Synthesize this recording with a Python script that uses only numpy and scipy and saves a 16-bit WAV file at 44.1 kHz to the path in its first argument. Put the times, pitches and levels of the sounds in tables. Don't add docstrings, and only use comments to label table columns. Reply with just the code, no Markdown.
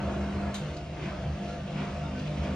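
import sys
import numpy as np
from scipy import signal
from scipy.fft import rfft, irfft, next_fast_len
from scipy.io import wavfile
from scipy.ndimage import uniform_filter1d, map_coordinates

SR = 44100
rng = np.random.default_rng(int(sys.argv[2]) if len(sys.argv) > 2 else 0)


def bounce(signal):
    frames = np.transpose(np.atleast_2d(signal))
    limited = np.clip(frames, -1, 1)
    pcm = np.round(limited * 32767).astype(np.int16)
    wavfile.write(sys.argv[1], SR, pcm)


N = 112455

MAINS_HZ = 50.03
# mains_multiple, level_db
WEAK_HUM = [(1, -71), (2, -74), (5, -54.5), (6, -52.5), (7, -64.5), (10, -59.5), (11, -57.5), (12, -54),
            (13, -59.5)]
# time_s, third_level_db, fourth_level_db
STRONG_HUM = [(0, -48, -36.5), (.38, -43, -34.5), (.56, -49, -35.5), (.65, -36, -44), (.73, -45, -45.5),
              (.8, -42, -58), (0.979, -44.5, -64.5), (1.07, -37, -39), (1.16, -52, -46.5),
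              (1.3, -36.5, -42), (1.42, -46, -42), (1.7, -42, -45), (1.8, -33, -39), (1.93, -48, -42),
              (2.04, -33.5, -46), (2.16, -46.5, -41), (2.27, -33, -39.5), (2.55, -45, -40.5)]
# time_s, level_db
PANEL_SING = [(0, -47), (.08, -47), (.15, -54), (.22, -54), (.29, -53), (.44, -43.5), (.56, -63),
              (.69, -56), (.8, -47.5), (.95, -57.5), (1.07, -63), (1.24, -50.5), (1.32, -62.5),
              (1.42, -43.5), (1.56, -44.5), (1.63, -54), (1.74, -59), (1.86, -43.5), (1.94, -58),
              (2.01, -44.5), (2.1, -59), (2.22, -60.5), (2.42, -46), (2.55, -52)]
SING_MULTIPLE = 14
HUM_FOLLOWS = 0.81
HUM_WAVER_DB, HUM_WAVER_RAD = 3.5, 0.37
STRONG_WAVER_DB, STRONG_WAVER_RAD = 1.24, 0.068
SING_WAVER_DB, SING_WAVER_RAD = 1.2, 0.35
WHINE_WAVER_DB, WHINE_WAVER_RAD = 6.5, 0.45

# pitch_hz, level_db
WHINE_LINES = [(904.4, -57.5), (958.2, -71), (1098, -70.5), (1180, -63), (1351, -64), (1389, -65),
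               (1523, -61), (1685, -65.5), (2153, -66.5)]
# time_s, gain_db
WHINE_GAIN = [(0, 1), (.55, 3.5), (.85, -10), (1.1, -2.5), (1.6, -2), (1.92, -4), (2.2, -3), (2.55, -12)]

# time_s, level_db
BUZZ_LEVEL = [(0, -38), (.2, -37), (.3, -46.5), (.49, -39), (.56, -44), (.72, -44), (.785, -45.5),
              (.94, -47.5), (1.08, -41.5), (1.26, -42.5), (1.33, -48.5), (1.4, -43), (1.55, -42.5),
              (1.63, -42.5), (1.82, -43.5), (2.02, -43.5), (2.24, -44), (2.3, -41), (2.55, -42)]
BUZZ_TRIM_DB, BUZZ_SHARPNESS = -1.35, 1.32
# pitch_hz, width_hz (before widening), relative_level_db
CABINET_MODES = [(250.2, 17, -10), (357.7, 17, -3), (472.8, 30, -7), (506.6, 17.7, 0), (558.5, 33, -6.5),
                 (605.5, 12.6, -0.5), (669.4, 31.6, -2), (689.2, 25, -5.5), (784.3, 10.3, -5.5),
                 (918, 12, -9)]

# pitch_hz, width_hz (before widening), relative_level_db
TUB_MODES = [(53, 5.8, -2), (66.6, 16.7, -0.5), (73.5, 3.4, 3), (130.2, 20.4, -2), (160.7, 19, -4.5),
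             (178, 22, -2.5), (216, 7.9, -14.5)]
TUB_RUMBLE_DB = -40.5
# middle_s, half_length_s, level_db, pitch_hz
BOOMS = [(0.04, 0.068, -40, 124), (0.068, 0.022, -34.5, 76), (0.212, 0.053, -32.5, 73.8),
         (0.363, 0.019, -31, 79.4), (.37, 0.067, -43, 127.4), (0.463, 0.035, -34.5, 76.3),
         (0.714, 0.02, -35, 74), (0.79, 0.021, -46, 612), (1.037, 0.022, -36, 130.3),
         (1.259, 0.023, -34.5, 126.4), (1.309, 0.033, -31, 76), (1.79, 0.037, -46, 76.4),
         (1.806, 0.019, -39, 250.7), (1.953, 0.029, -39, 78.1), (2.027, .02, -42, 75.84),
         (2.195, 0.055, -39.5, 252), (2.2, 0.022, -35, 77), (2.308, 0.033, -43, 601.5),
         (2.42, 0.025, -30.5, 75), (2.522, 0.078, -42, 258.2), (2.525, 0.022, -36, 76)]

# time_s, level_db
CHURN_LEVEL = [(0, -36), (.17, -39.5), (.36, -38.5), (.5, -43.5), (.9, -48.5), (1.03, -39), (1.13, -45.5),
               (1.28, -47), (1.45, -43.5), (1.64, -50), (1.82, -39.5), (1.96, -49), (2.2, -45), (2.28, -44),
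               (2.45, -38), (2.55, -37)]
CHURN_TRIM_DB = -1
# time_s, level_db
WASH_LEVEL = [(0, -46), (.1, -45), (.53, -45.5), (.65, -49), (.87, -54.5), (1.0, -51.5), (1.22, -51),
              (1.4, -50.5), (1.7, -54), (1.97, -47.5), (2.3, -50), (2.55, -44.5)]
# time_s, level_db
HISS_LEVEL = [(0, -51), (.5, -52), (.7, -50), (.88, -54.5), (1.1, -52), (1.3, -52.5), (1.5, -49),
              (1.62, -52.5), (1.95, -50), (2.12, -53), (2.2, -49), (2.3, -50), (2.55, -51)]
# frequency_hz, relative_level_db
CHURN_COLOUR = [(20, -22.5), (45, -17), (100, -24), (130, -0.5), (175, 7), (225, -6.5), (262, -2),
                (290, -0.5), (350, 1), (420, -4.5), (650, -7.5), (850, -13.5), (1500, -38), (4000, -62)]
WASH_COLOUR = [(200, -39.5), (600, -4.5), (1050, 1.5), (1500, -1), (1900, -6), (2600, -7), (4000, -24.5),
               (8000, -25), (15000, -56.5)]
HISS_COLOUR = [(300, -6.5), (1200, -10), (2000, -1), (2700, 4.5), (3600, -1.5), (4800, -4.5), (6400, -8.5),
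               (7400, -14.5), (8600, -13), (11400, -30), (12400, -25.5), (15500, -34)]
PATCHY_DB = 2.5

# start_s, level_db, ring_t60_s, brightest_hz, width_octaves
KNOCKS = [(.5417, -36, 0.21, 4200, 1.5), (0.7654, -34, 0.082, 4860, 0.077), (2.192, -43, .12, 4800, 0.15)]
# pitch_hz, relative_level_db
DRUM_MODES = [(1505, 3.5), (2460, -5), (2686, -14), (3222, -16), (3660, 6.5), (3724, 1.5), (3810, 2),
              (4052, 2.5), (4500, -4.5), (4860, -13.5), (6215, 5), (7219, -7)]
# frequency_hz, relative_level_db
KNOCK_COLOUR = [(300, -29), (1500, 0), (2600, -1.5), (3650, 4), (4300, -1.5), (5500, -9), (6300, -7.5),
                (7000, 0), (8600, -6), (11500, -8.5), (13000, -18.5), (15500, -12.5)]
KNOCK_ATTACK_S, RING_DB = 0.0013, -4
CRACK_DB, CRACK_T60_S = -4.5, 0.0052
TAIL_DB, TAIL_T60_S = -20, 0.61

# spray_peak_s, spray_level_db, slosh_level_db, rise_s, fall_s
SWISHES = [(1.045, -44.5, -42, 0.067, 0.1), (1.806, -45, -41, 0.081, .08), (2.455, -46, -45, 0.063, 0.058)]
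# frequency_hz, relative_level_db
SPRAY_COLOUR = [(500, -15), (1400, -7.5), (2100, 3), (2700, -1), (3400, -3.5), (4200, -14), (6500, -17),
                (12000, -39)]
SLOSH_COLOUR = [(150, -5.5), (400, -9), (800, -1), (1200, 2.5), (1600, -4.5), (2100, -14), (3500, -21),
                (12000, -42)]
SLOSH_LAG_S = 0.032

# start_s, level_db
SPLASHES = [(1.022, -50), (1.67, -45.5), (2.258, -39.5), (2.37, -42)]
# frequency_hz, relative_level_db
SPLASH_COLOUR = [(500, -23.5), (1600, -9), (2300, 1), (2700, 1), (3300, -3.5), (4000, -10.5), (8000, -33.5),
                 (12000, -59)]
SPLASH_RISE_S, SPLASH_T60_S = 0.0061, 0.12

# frequency_hz, coherence (0 to 1)
STEREO_LIKENESS = [(55, .99995), (100, .9985), (190, .996), (350, .9), (560, .72), (900, .74), (1060, .52),
                   (1550, .85), (2100, .85), (2550, .55), (3000, .2), (3700, .42), (4200, .55), (5000, .53),
                   (6100, .82), (7200, .78), (8000, .85), (8800, 1)]
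# frequency_hz, lead_rad
LEFT_LEAD = [(300, 0), (1800, 0), (2450, .5), (3050, 1.4), (3700, 1.0), (4200, .45), (5000, .45),
             (6100, 1.45), (7100, 1.95), (8000, 2.45), (8800, np.pi)]
TOP_HZ = 15760


def amp(db):
    return 10 ** (np.asarray(db) / 20)


def unit(x):
    return x / np.sqrt(np.mean(x ** 2) + 1e-20)


def clock():
    return np.arange(N) / SR


def along(points, hz):
    f, v = np.transpose(points)
    return np.interp(np.log(hz + 1), np.log(f + 1), v)


def curves(rows):
    s, *cols = np.transpose(rows)
    return [np.interp(clock(), s, c) for c in cols]


def wobble(rate):
    knots = rng.standard_normal(4096)
    return map_coordinates(knots, [clock() * rate + 2], mode="wrap")


def filtered(x, response):
    m = next_fast_len(N + SR // 2)
    return irfft(rfft(x, m) * response(np.fft.rfftfreq(m, 1 / SR)), m)[..., :N]


def spread(pair, response):
    hz = np.fft.rfftfreq(N, 1 / SR)
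    turn = np.arccos(np.clip(along(STEREO_LIKENESS, hz), -1, 1)) / 2
    common, apart = rfft(pair) * response(hz) * np.array([np.cos(turn), np.sin(turn)])
    lead = np.exp(.5j * along(LEFT_LEAD, hz))
    sides = np.array([(common + apart) * lead, (common - apart) / lead])
    return unit(irfft(sides, N))


def resonances(table):
    def response(f):
        total = 0
        for centre, width, db in table:
            damping = 1j * f * 1.5 * width
            total = total + amp(db) * (damping / (centre ** 2 - f ** 2 + damping)) ** 2
        return total
    return response


def rush(colour, grain_db):
    z = signal.stft(rng.standard_normal((2, N)), nperseg=1024)[2]
    field = uniform_filter1d(rng.standard_normal(z.shape[1:]), size=3, axis=0)
    field = uniform_filter1d(field, size=9, axis=1)
    pair = signal.istft(z * amp(PATCHY_DB * unit(field)), nperseg=1024)[1][:, :N]
    grain = amp(grain_db * wobble(400))
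    return spread(pair * grain, lambda hz: amp(along(colour, hz)))


def partial(hz, waver_db, waver_rad):
    phase = 2 * np.pi * (hz * clock() + rng.random()) + waver_rad * wobble(9.1)
    return unit(np.sin(phase) * amp(waver_db * wobble(18)))


def motor_hum():
    buzz_db, = curves(BUZZ_LEVEL)
    weak = sum(amp(db) * partial(round(k) * MAINS_HZ, HUM_WAVER_DB, HUM_WAVER_RAD) for k, db in WEAK_HUM)
    weak_swell = amp(HUM_FOLLOWS * (buzz_db - buzz_db.mean()))
    strong = 0
    for k, db in zip((3, 4), curves(STRONG_HUM)):
        strong = strong + amp(db) * partial(k * MAINS_HZ, STRONG_WAVER_DB, STRONG_WAVER_RAD)
    sing = partial(SING_MULTIPLE * MAINS_HZ, SING_WAVER_DB, SING_WAVER_RAD)
    return weak_swell * weak + strong + amp(curves(PANEL_SING)[0]) * sing


def motor_whine():
    lines = sum(amp(db) * partial(hz, WHINE_WAVER_DB, WHINE_WAVER_RAD) for hz, db in WHINE_LINES)
    return amp(curves(WHINE_GAIN)[0]) * lines


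def motor_buzz():
    bursts = np.exp(BUZZ_SHARPNESS * np.cos(2 * np.pi * MAINS_HZ * clock()))
    rough = bursts * rng.standard_normal((2, N))
    return amp(curves(BUZZ_LEVEL)[0] + BUZZ_TRIM_DB) * spread(rough, resonances(CABINET_MODES))


def tub():
    t = clock()
    rumble = amp(TUB_RUMBLE_DB) * spread(rng.standard_normal((2, N)), resonances(TUB_MODES))
    booms = np.zeros(N)
    for middle, half, db, hz in BOOMS:
        swell = np.exp(-((t - middle) / half) ** 2 / 2)
        tone = np.sqrt(2) * np.sin(2 * np.pi * (hz * t + rng.random()))
        booms += amp(db) * swell * tone
    return rumble + booms


def wet_load():
    churn = amp(curves(CHURN_LEVEL)[0] + CHURN_TRIM_DB) * rush(CHURN_COLOUR, grain_db=1.0)
    wash = amp(curves(WASH_LEVEL)[0]) * rush(WASH_COLOUR, grain_db=-1)
    hiss = amp(curves(HISS_LEVEL)[0]) * rush(HISS_COLOUR, grain_db=-0.36)
    return churn + wash + hiss


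def drum_ring(t):
    modes = np.zeros((2, N))
    for side in range(2):
        for hz, db in DRUM_MODES:
            phase = 2 * np.pi * (hz * t + rng.random()) + 1.6 * wobble(110)
            modes[side] += amp(db) * np.sin(phase)
    return spread(modes, np.ones_like)


def knocks():
    out = np.zeros((2, N))
    for start, db, t60, bright_hz, octaves in KNOCKS:
        t = np.maximum(clock() - start, 0)
        clatter = spread(rng.standard_normal((2, N)), lambda hz: amp(along(KNOCK_COLOUR, hz)))
        attack = 1 - np.exp(-t / KNOCK_ATTACK_S)
        crack = amp(CRACK_DB - 60 * t / CRACK_T60_S)
        fade = amp(-60 * t / t60)
        tail = amp(TAIL_DB - 60 * t / TAIL_T60_S)
        blow = attack * (amp(RING_DB) * drum_ring(t) * fade + clatter * (crack + fade + tail))
        band = lambda hz: (1 + (np.log2((hz + 1) / bright_hz) / octaves) ** 2) ** -.5
        out += amp(db) * filtered(blow, band)
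    return out


def swishes():
    spray, slosh = np.zeros(N), np.zeros(N)
    for peak, spray_db, slosh_db, rise, fall in SWISHES:
        swell = lambda t: np.exp(-np.maximum(-t / rise, t / fall))
        spray += amp(spray_db) * swell(clock() - peak)
        slosh += amp(slosh_db) * swell(clock() - peak - SLOSH_LAG_S)
    return spray * rush(SPRAY_COLOUR, grain_db=1.5) + slosh * rush(SLOSH_COLOUR, grain_db=1.5)


def splashes():
    level = np.zeros(N)
    for start, db in SPLASHES:
        t = np.maximum(clock() - start, 0)
        level += (1 - np.exp(-t / SPLASH_RISE_S)) * amp(db - 60 * t / SPLASH_T60_S)
    return level * rush(SPLASH_COLOUR, grain_db=-3.5)


def scene():
    motor = motor_hum() + motor_whine() + motor_buzz()
    return motor + tub() + wet_load() + knocks() + swishes() + splashes()


def record(dry):
    return filtered(dry, lambda hz: hz < TOP_HZ)


dry = scene()
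out = record(dry)
bounce(out)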